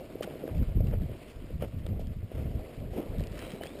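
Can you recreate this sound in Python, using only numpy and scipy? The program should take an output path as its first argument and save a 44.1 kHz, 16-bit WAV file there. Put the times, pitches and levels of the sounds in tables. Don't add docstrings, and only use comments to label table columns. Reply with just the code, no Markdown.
import sys
import numpy as np
from scipy import signal
from scipy.fft import rfft, irfft, next_fast_len
from scipy.io import wavfile
from scipy.ndimage import uniform_filter1d, map_coordinates

SR = 44100
rng = np.random.default_rng(int(sys.argv[2]) if len(sys.argv) > 2 else 0)


def makeup_ratio(level_db):
    decades = np.asarray(level_db, float) / 20
    return 10 ** decades


def master(y):
    cut = np.clip(np.atleast_2d(y).T, -1, 1)
    pcm = np.round(cut * 32767)
    wavfile.write(sys.argv[1], SR, pcm.astype(np.int16))


N = 167580

PATCH_DB = 2


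def unit(x):
    return x / np.sqrt(np.mean(x ** 2) + 1e-20)


def filtered(x, response):
    m = next_fast_len(N + 8192)
    return irfft(rfft(x, m) * response(np.fft.rfftfreq(m, 1 / SR)), m)[:N]


def coloured(x, points):
    f, db = np.transpose(points)
    f = np.r_[f[0] / 2, f, f[-1] * 2]
    db = np.r_[-90, db, -90]
    return unit(filtered(x, lambda hz: makeup_ratio(np.interp(np.log(hz + 1), np.log(f + 1), db))))


def curve(rows):
    s, *cols = np.transpose(rows)
    return [np.interp(np.arange(N) / SR, s, c) for c in cols]


def wobble(rate):
    knots = rng.standard_normal(int(N / SR * 400) + 4)
    return map_coordinates(knots, [np.arange(N) * rate / SR])


def gate(s, length, attack, release):
    t = np.arange(N) / SR - s
    return np.clip(t / attack, 0, 1) * np.exp(-np.maximum(t - length, 0) / release)


def grains(count, spread_db):
    place, sign, strength = rng.random((count, 3)).T
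    out = np.zeros(N)
    out[(place * N).astype(int)] = np.sign(sign - 0.5) * makeup_ratio(-spread_db * np.log(strength + 0.003))
    return out


def patchy(depth_db):
    z = signal.stft(rng.standard_normal(N), nperseg=256)[2]
    field = uniform_filter1d(rng.standard_normal(z.shape), size=4, axis=0)
    field = uniform_filter1d(field, size=10, axis=1)
    return signal.istft(z * makeup_ratio(depth_db * unit(field)), nperseg=256)[1][:N]


def add(out, s, x):
    part = out[round(s * SR):][:len(x)]
    part += x[:len(part)]


def rumble():
    # start_s, length_s, first_level_db, last_level_db
    gusts = [(0.501, 0.12, -37.5, -20), (0.668, 0.053, -21.5, -34), (0.746, .13, -19.5, -26),
             (0.879, 0.17, -25.5, -27.5), (1.082, 0.054, -34, -39), (1.349, 0.11, -38, -48),
             (1.416, 0.09, -51, -46.5), (1.511, 0.2, -31, -41.5), (1.726, 0.2, -33.5, -36),
             (1.875, 0.15, -33.5, -33), (2.017, 0.099, -36.5, -32.5), (2.149, 0.054, -30.5, -38),
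             (2.222, 0.01, -43, -29.5), (2.339, .18, -31.5, -33.5), (2.544, 0.065, -25.5, -37),
             (2.765, 0.19, -35, -39.5), (2.936, 0.15, -60, -51), (3.082, 0.08, -30.5, -39),
             (3.168, 0.086, -22.5, -36), (3.259, 0.057, -47, -35.5), (3.333, 0.13, -44, -45)]
    # frequency_hz, level_db
    push_colour = [(13, -38), (22, 13), (43, 6.5), (103, 2.5), (208, -8.5), (243, -12.5), (400, -27),
                   (520, -27), (880, -120)]
    lump_db, even, even_s, skew = 1.5, 0.83, 0.035, 0.08
    t = np.arange(N) / SR
    strength = makeup_ratio(-51)
    for s, length, first_db, last_db in gusts:
        level = makeup_ratio(np.interp(t, [s, s + length], [first_db, last_db]))
        strength = strength + level * gate(s, length, attack=0.014, release=0.015)
    push = coloured(makeup_ratio(lump_db * wobble(29.93)) * rng.standard_normal(N), push_colour)
    width = int(even_s * SR)
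    swell = np.abs(uniform_filter1d(uniform_filter1d(push ** 2, width), width))
    push = unit(push / (swell + 0.059) ** (even / 2))
    lopsided = push + skew * filtered(push ** 2, lambda hz: hz > 25)
    return strength * unit(lopsided)


def taps():
    # start_s, peak_db, pitch_hz
    knocks = [(0.008, -32, 520), (0.153, -26.5, 385), (0.206, -21.5, 500), (0.273, -26, 510),
              (0.281, -38, 547), (0.307, -35, 600), (0.353, -29, 466), (0.437, -23, 440),
              (0.45, -31.5, 262), (0.476, -26.5, 540), (0.77, -27.5, 298), (0.803, -27, 513),
              (0.848, -32, 355), (0.935, -27.5, 517), (0.981, -48, 560), (1.014, -39, 514),
              (1.03, -32.5, 298), (1.059, -43, 560), (1.093, -31, 480), (1.42, -39, 296),
              (1.44, -35.5, 292), (1.503, -33.5, 440), (1.621, -21, 530), (1.633, -28.5, 550),
              (1.992, -35.5, 556), (2.314, -33, 490), (2.351, -36, 452), (2.38, -32, 470),
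              (2.593, -33, 556), (2.932, -34, 600), (2.962, -30, 325), (2.982, -27, 280),
              (2.99, -26.5, 297), (2.999, -30, 453), (3.003, -33, 563), (3.424, -34, 510),
              (3.536, -29, 204), (3.609, -32, 603), (3.654, -33.5, 585), (3.715, -36, 285),
              (3.751, -36.5, 580)]
    # delay_s, level_db
    rattle = [(.007, -16.5), (.012, -23.5), (.02, -43)]
    swell_s, cycles = 0.00327, 0.78
    out, t = np.zeros(N), np.arange(-500, 500) / SR
    for s, db, hz in knocks:
        blip = np.cos(2 * np.pi * hz * t) * np.exp(-(t * hz / cycles) ** 2)
        for delay, echo_db in [(0.00073, 0)] + rattle:
            add(out, s + swell_s + delay + t[0], makeup_ratio(db + echo_db) * blip)
    return out


def squeaks():
    # time_s, pitch_hz, level_db
    whistles = [
        [(3.412, 1850, -58), (3.428, 2350, -57), (3.44, 2750, -60), (3.455, 3300, -56), (3.467, 3900, -70)],
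        [(3.585, 2830, -66), (3.606, 2900, -68), (3.611, 2930, -55), (3.622, 3000, -51), (3.648, 3150, -58),
         (3.666, 3260, -63), (3.678, 3350, -55), (3.692, 3460, -53), (3.698, 3510, -68)],
        [(3.7, 3540, -67), (3.72, 3600, -67), (3.735, 3700, -71), (3.75, 3830, -68), (3.76, 3910, -63),
         (3.778, 4050, -74)],
    ]
    waver, flutter_db = 0.008, 2.2
    out, t = np.zeros(N), np.arange(N) / SR
    for rows in whistles:
        hz, db = curve(rows)
        phase = 2 * np.pi * np.cumsum(hz * (1 + waver * wobble(120))) / SR
        sounding = (t > rows[0][0]) * (t < rows[-1][0])
        out += sounding * makeup_ratio(db + 2.5 + flutter_db * wobble(70)) * np.sin(phase)
    return out


def ticks():
    # start_s, peak_db, pitch_hz
    pebbles = [(0.2271, -37, 1350), (0.2322, -30, 3100), (0.239, -44, 3500), (0.395, -51, 1600),
               (0.4772, -39.5, 1630), (0.55, -46, 2440), (0.5702, -44, 2240), (0.581, -44.5, 2640),
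               (0.6308, -43.5, 1390), (0.7917, -47, 2500), (0.807, -47, 2310), (0.8431, -51, 2500),
               (0.8708, -44, 2800), (0.8847, -48, 2800), (0.9124, -46, 2020), (1.0194, -50, 1830),
               (1.608, -55, 2100), (1.622, -44, 2250), (1.629, -42, 2950), (1.642, -45, 3050),
               (1.8652, -40, 3740), (1.889, -48.5, 2070), (2.0712, -46.5, 3160), (3.197, -41.5, 1820),
               (3.238, -40.5, 2900), (3.327, -42, 1800), (3.3544, -44, 3030), (3.3784, -44, 2580),
               (3.392, -36.5, 1880), (3.399, -52, 4200), (3.452, -44, 1300), (3.4252, -37.5, 1380),
               (3.478, -47, 2200), (3.505, -40, 3230), (3.5188, -39, 3130), (3.536, -43, 900),
               (3.6358, -32, 1860), (3.656, -40, 1850), (3.6635, -36, 2600), (3.6706, -38.5, 2600),
               (3.694, -47, 1800), (3.704, -46, 2270), (3.789, -43, 1700)]
    # start_s, peak_db, pitch_hz
    fine_pebbles = [(0.2309, -33.5, 5600), (3.1844, -40, 4000), (3.194, -43, 4000), (3.206, -40, 3950),
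                    (3.2178, -46, 4830), (3.2388, -42, 4900), (3.2716, -37, 5400), (3.321, -43, 4900),
                    (3.343, -53, 4000), (3.3543, -44, 5440), (3.3803, -42, 5450), (3.392, -43, 5500),
                    (3.6352, -35, 3870), (3.658, -46, 5300), (3.665, -42, 5600), (3.671, -44, 5400)]
    contact = 4
    cracks, rings, t = np.zeros(N), np.zeros(N), np.arange(900) / SR
    for rows, t60, ring in [(pebbles, 0.0085, 1), (fine_pebbles, 0.005, 0.45)]:
        for s, db, hz in rows:
            fade = makeup_ratio(db - 60 * t / t60)
            add(cracks, s, fade * (rng.standard_normal(len(t)) + contact * (t == 0)))
            add(rings, s, ring * fade * np.sin(2 * np.pi * hz * t))
    return rings + filtered(cracks, lambda hz: hz ** 2 / (hz ** 2 + 1300 ** 2))


def rasp():
    # start_s, length_s, level_db
    strokes = [
        (3.338, 0.027, -70),
        (3.4, 0.074, -62),
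        (3.475, 0.057, -64),
        (3.546, 0.054, -68.5),
    ]
    centre_hz, width_hz = 3950, 200
    band = filtered(grains(count=2500, spread_db=0), lambda hz: np.exp(-((hz - centre_hz) / width_hz) ** 2))
    return unit(band) * sum(makeup_ratio(db) * gate(s, length, 0.01, 0.012) for s, length, db in strokes)


def scrapes():
    # start_s, length_s, bright_db, dull_db, sharp_edge_db
    slips = [(0.223, 0.02, -44, -41, -48.5), (0.243, 0.019, -80, -41, -83), (0.487, 0.011, -52.5, -42, -80),
             (0.922, 0.028, -53, -38, -89), (1.267, 0.049, -60.5, -81, -62),
             (1.606, 0.02, -53.5, -45.5, -63), (1.619, 0.03, -52.5, -35.5, -64),
             (1.652, 0.036, -65, -50, -66), (1.864, 0.0049, -49, -40, -59), (1.99, 0.03, -64, -56, -61.5),
             (1.789, 0.023, -66, -72, -68), (2.273, 0.13, -58.5, -45, -64.5),
             (2.907, 0.077, -58, -43.5, -61), (2.961, 0.057, -61, -39, -70), (3.01, 0.1, -67, -43.5, -89),
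             (3.333, 0.1, -51.5, -59, -60.5), (3.401, 0.072, -59, -43, -67),
             (3.486, 0.075, -59, -52, -62.5), (3.613, 0.046, -53, -46.5, -61), (3.79, .02, -56, -58, -61)]
    # frequency_hz, level_db
    bright_colour = [(700, 5.5), (1200, 8.5), (2200, 4), (3100, 4), (3800, -20), (4500, -55)]
    # frequency_hz, level_db
    case_colour = [(150, -0.5), (280, -2.5), (520, -1.5), (700, -11), (950, -19), (1500, -35)]
    # frequency_hz, level_db
    sharp_colour = [(3200, 5), (3900, -2), (5000, 0.5), (5900, 8.5)]
    # centre_hz, width_hz, boost_db
    hollows = [(1330, 150, 6), (2250, 590, 8), (3050, 360, 4.5)]
    sag_db = 2
    t, shapes = np.arange(N) / SR, np.zeros((3, N))
    for s, length, *layers_db in slips:
        sag = makeup_ratio(-sag_db * np.clip((t - s) / length, 0, 1))
        slow = 5 * length ** 2
        opening = gate(s, length, attack=0.00074 + slow, release=0.0015 + slow)
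        shapes += makeup_ratio(layers_db)[:, None] * sag * opening
    gritty = unit(patchy(PATCH_DB)) + 1.34 * unit(grains(count=4000, spread_db=2.5))
    hollow = filtered(gritty, lambda hz: makeup_ratio(sum(db * np.exp(-((hz - c) / w) ** 2) for c, w, db in hollows)))
    bright = coloured(hollow, bright_colour)
    dull = coloured(rng.standard_normal(N), case_colour)
    sharp = coloured(gritty, sharp_colour)
    return makeup_ratio(1.4 * wobble(150)) * (shapes * [bright, dull, sharp]).sum(axis=0)


def scuff():
    # time_s, sliding_pressure_db, weight_carried_db
    steps = [(0.0, -59.5, -47.5), (.12, -59, -50), (.41, -57.5, -45), (.7, -60, -50), (1.0, -62, -50),
             (1.17, -58.5, -49.5), (1.38, -60.5, -54), (1.7, -63.5, -57.5), (1.95, -63, -48.5),
             (2.2, -65, -60.5), (2.5, -60, -47), (2.75, -58, -47.5), (2.88, -62, -49), (3.1, -58, -48),
             (3.55, -59, -46.5), (3.8, -57.5, -47)]
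    # frequency_hz, level_db
    grit_colour = [(900, -5), (1100, -5), (1600, -8.5), (2300, -5.5), (3100, -8), (3600, -13),
                   (4300, -14.5), (5900, -15.5)]
    # frequency_hz, level_db
    ground_colour = [(35, -38), (60, 3.5), (120, -15), (139, 3.5), (184, -5), (226, 1.5), (644, -1.5),
                     (1100, -31), (1430, -79), (2420, -120)]
    pressure_db, weight_db = curve(steps)
    crunch = coloured(grains(count=900, spread_db=-3.5), grit_colour)
    grit = coloured(patchy(PATCH_DB), grit_colour) + makeup_ratio(-6.5) * crunch
    thuds = coloured(grains(count=500, spread_db=4.5), ground_colour)
    dull = coloured(rng.standard_normal(N), ground_colour) + 0.57 * thuds
    sway_db = 0.33 * wobble(20) + 0.57 * wobble(45)
    sliding = makeup_ratio(pressure_db) * unit(grit)
    thudding = makeup_ratio(weight_db + 1.5 + 1.6 * wobble(27)) * unit(dull)
    return makeup_ratio(sway_db) * (sliding + thudding)


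def scene():
    return (rumble() + taps() + squeaks() + ticks() + rasp() + scrapes() + scuff())[None]


def roll_off(x):
    return signal.sosfilt(signal.butter(12, 16500, fs=SR, output="sos"), x)


def record(dry):
    hold_hz, bass_hz, edge_hz, top_hz = 12010, 26, 5520, 15300

    def microphone(hz):
        bass_cut = hz ** 2 / (hz ** 2 + bass_hz ** 2)
        return (hz < hold_hz / 2) * bass_cut / (1 + (hz / edge_hz) ** (2 * 10.5))

    base = filtered(dry[0], microphone)
    mirror = 2 * makeup_ratio(0.5) * base * np.cos(2 * np.pi * hold_hz * np.arange(N) / SR)
    held = filtered(base + mirror, lambda hz: np.sinc(hz / hold_hz) / (1 + (hz / top_hz) ** 160))
    return roll_off(held[None])


dry = scene()
out = record(dry)
master(out)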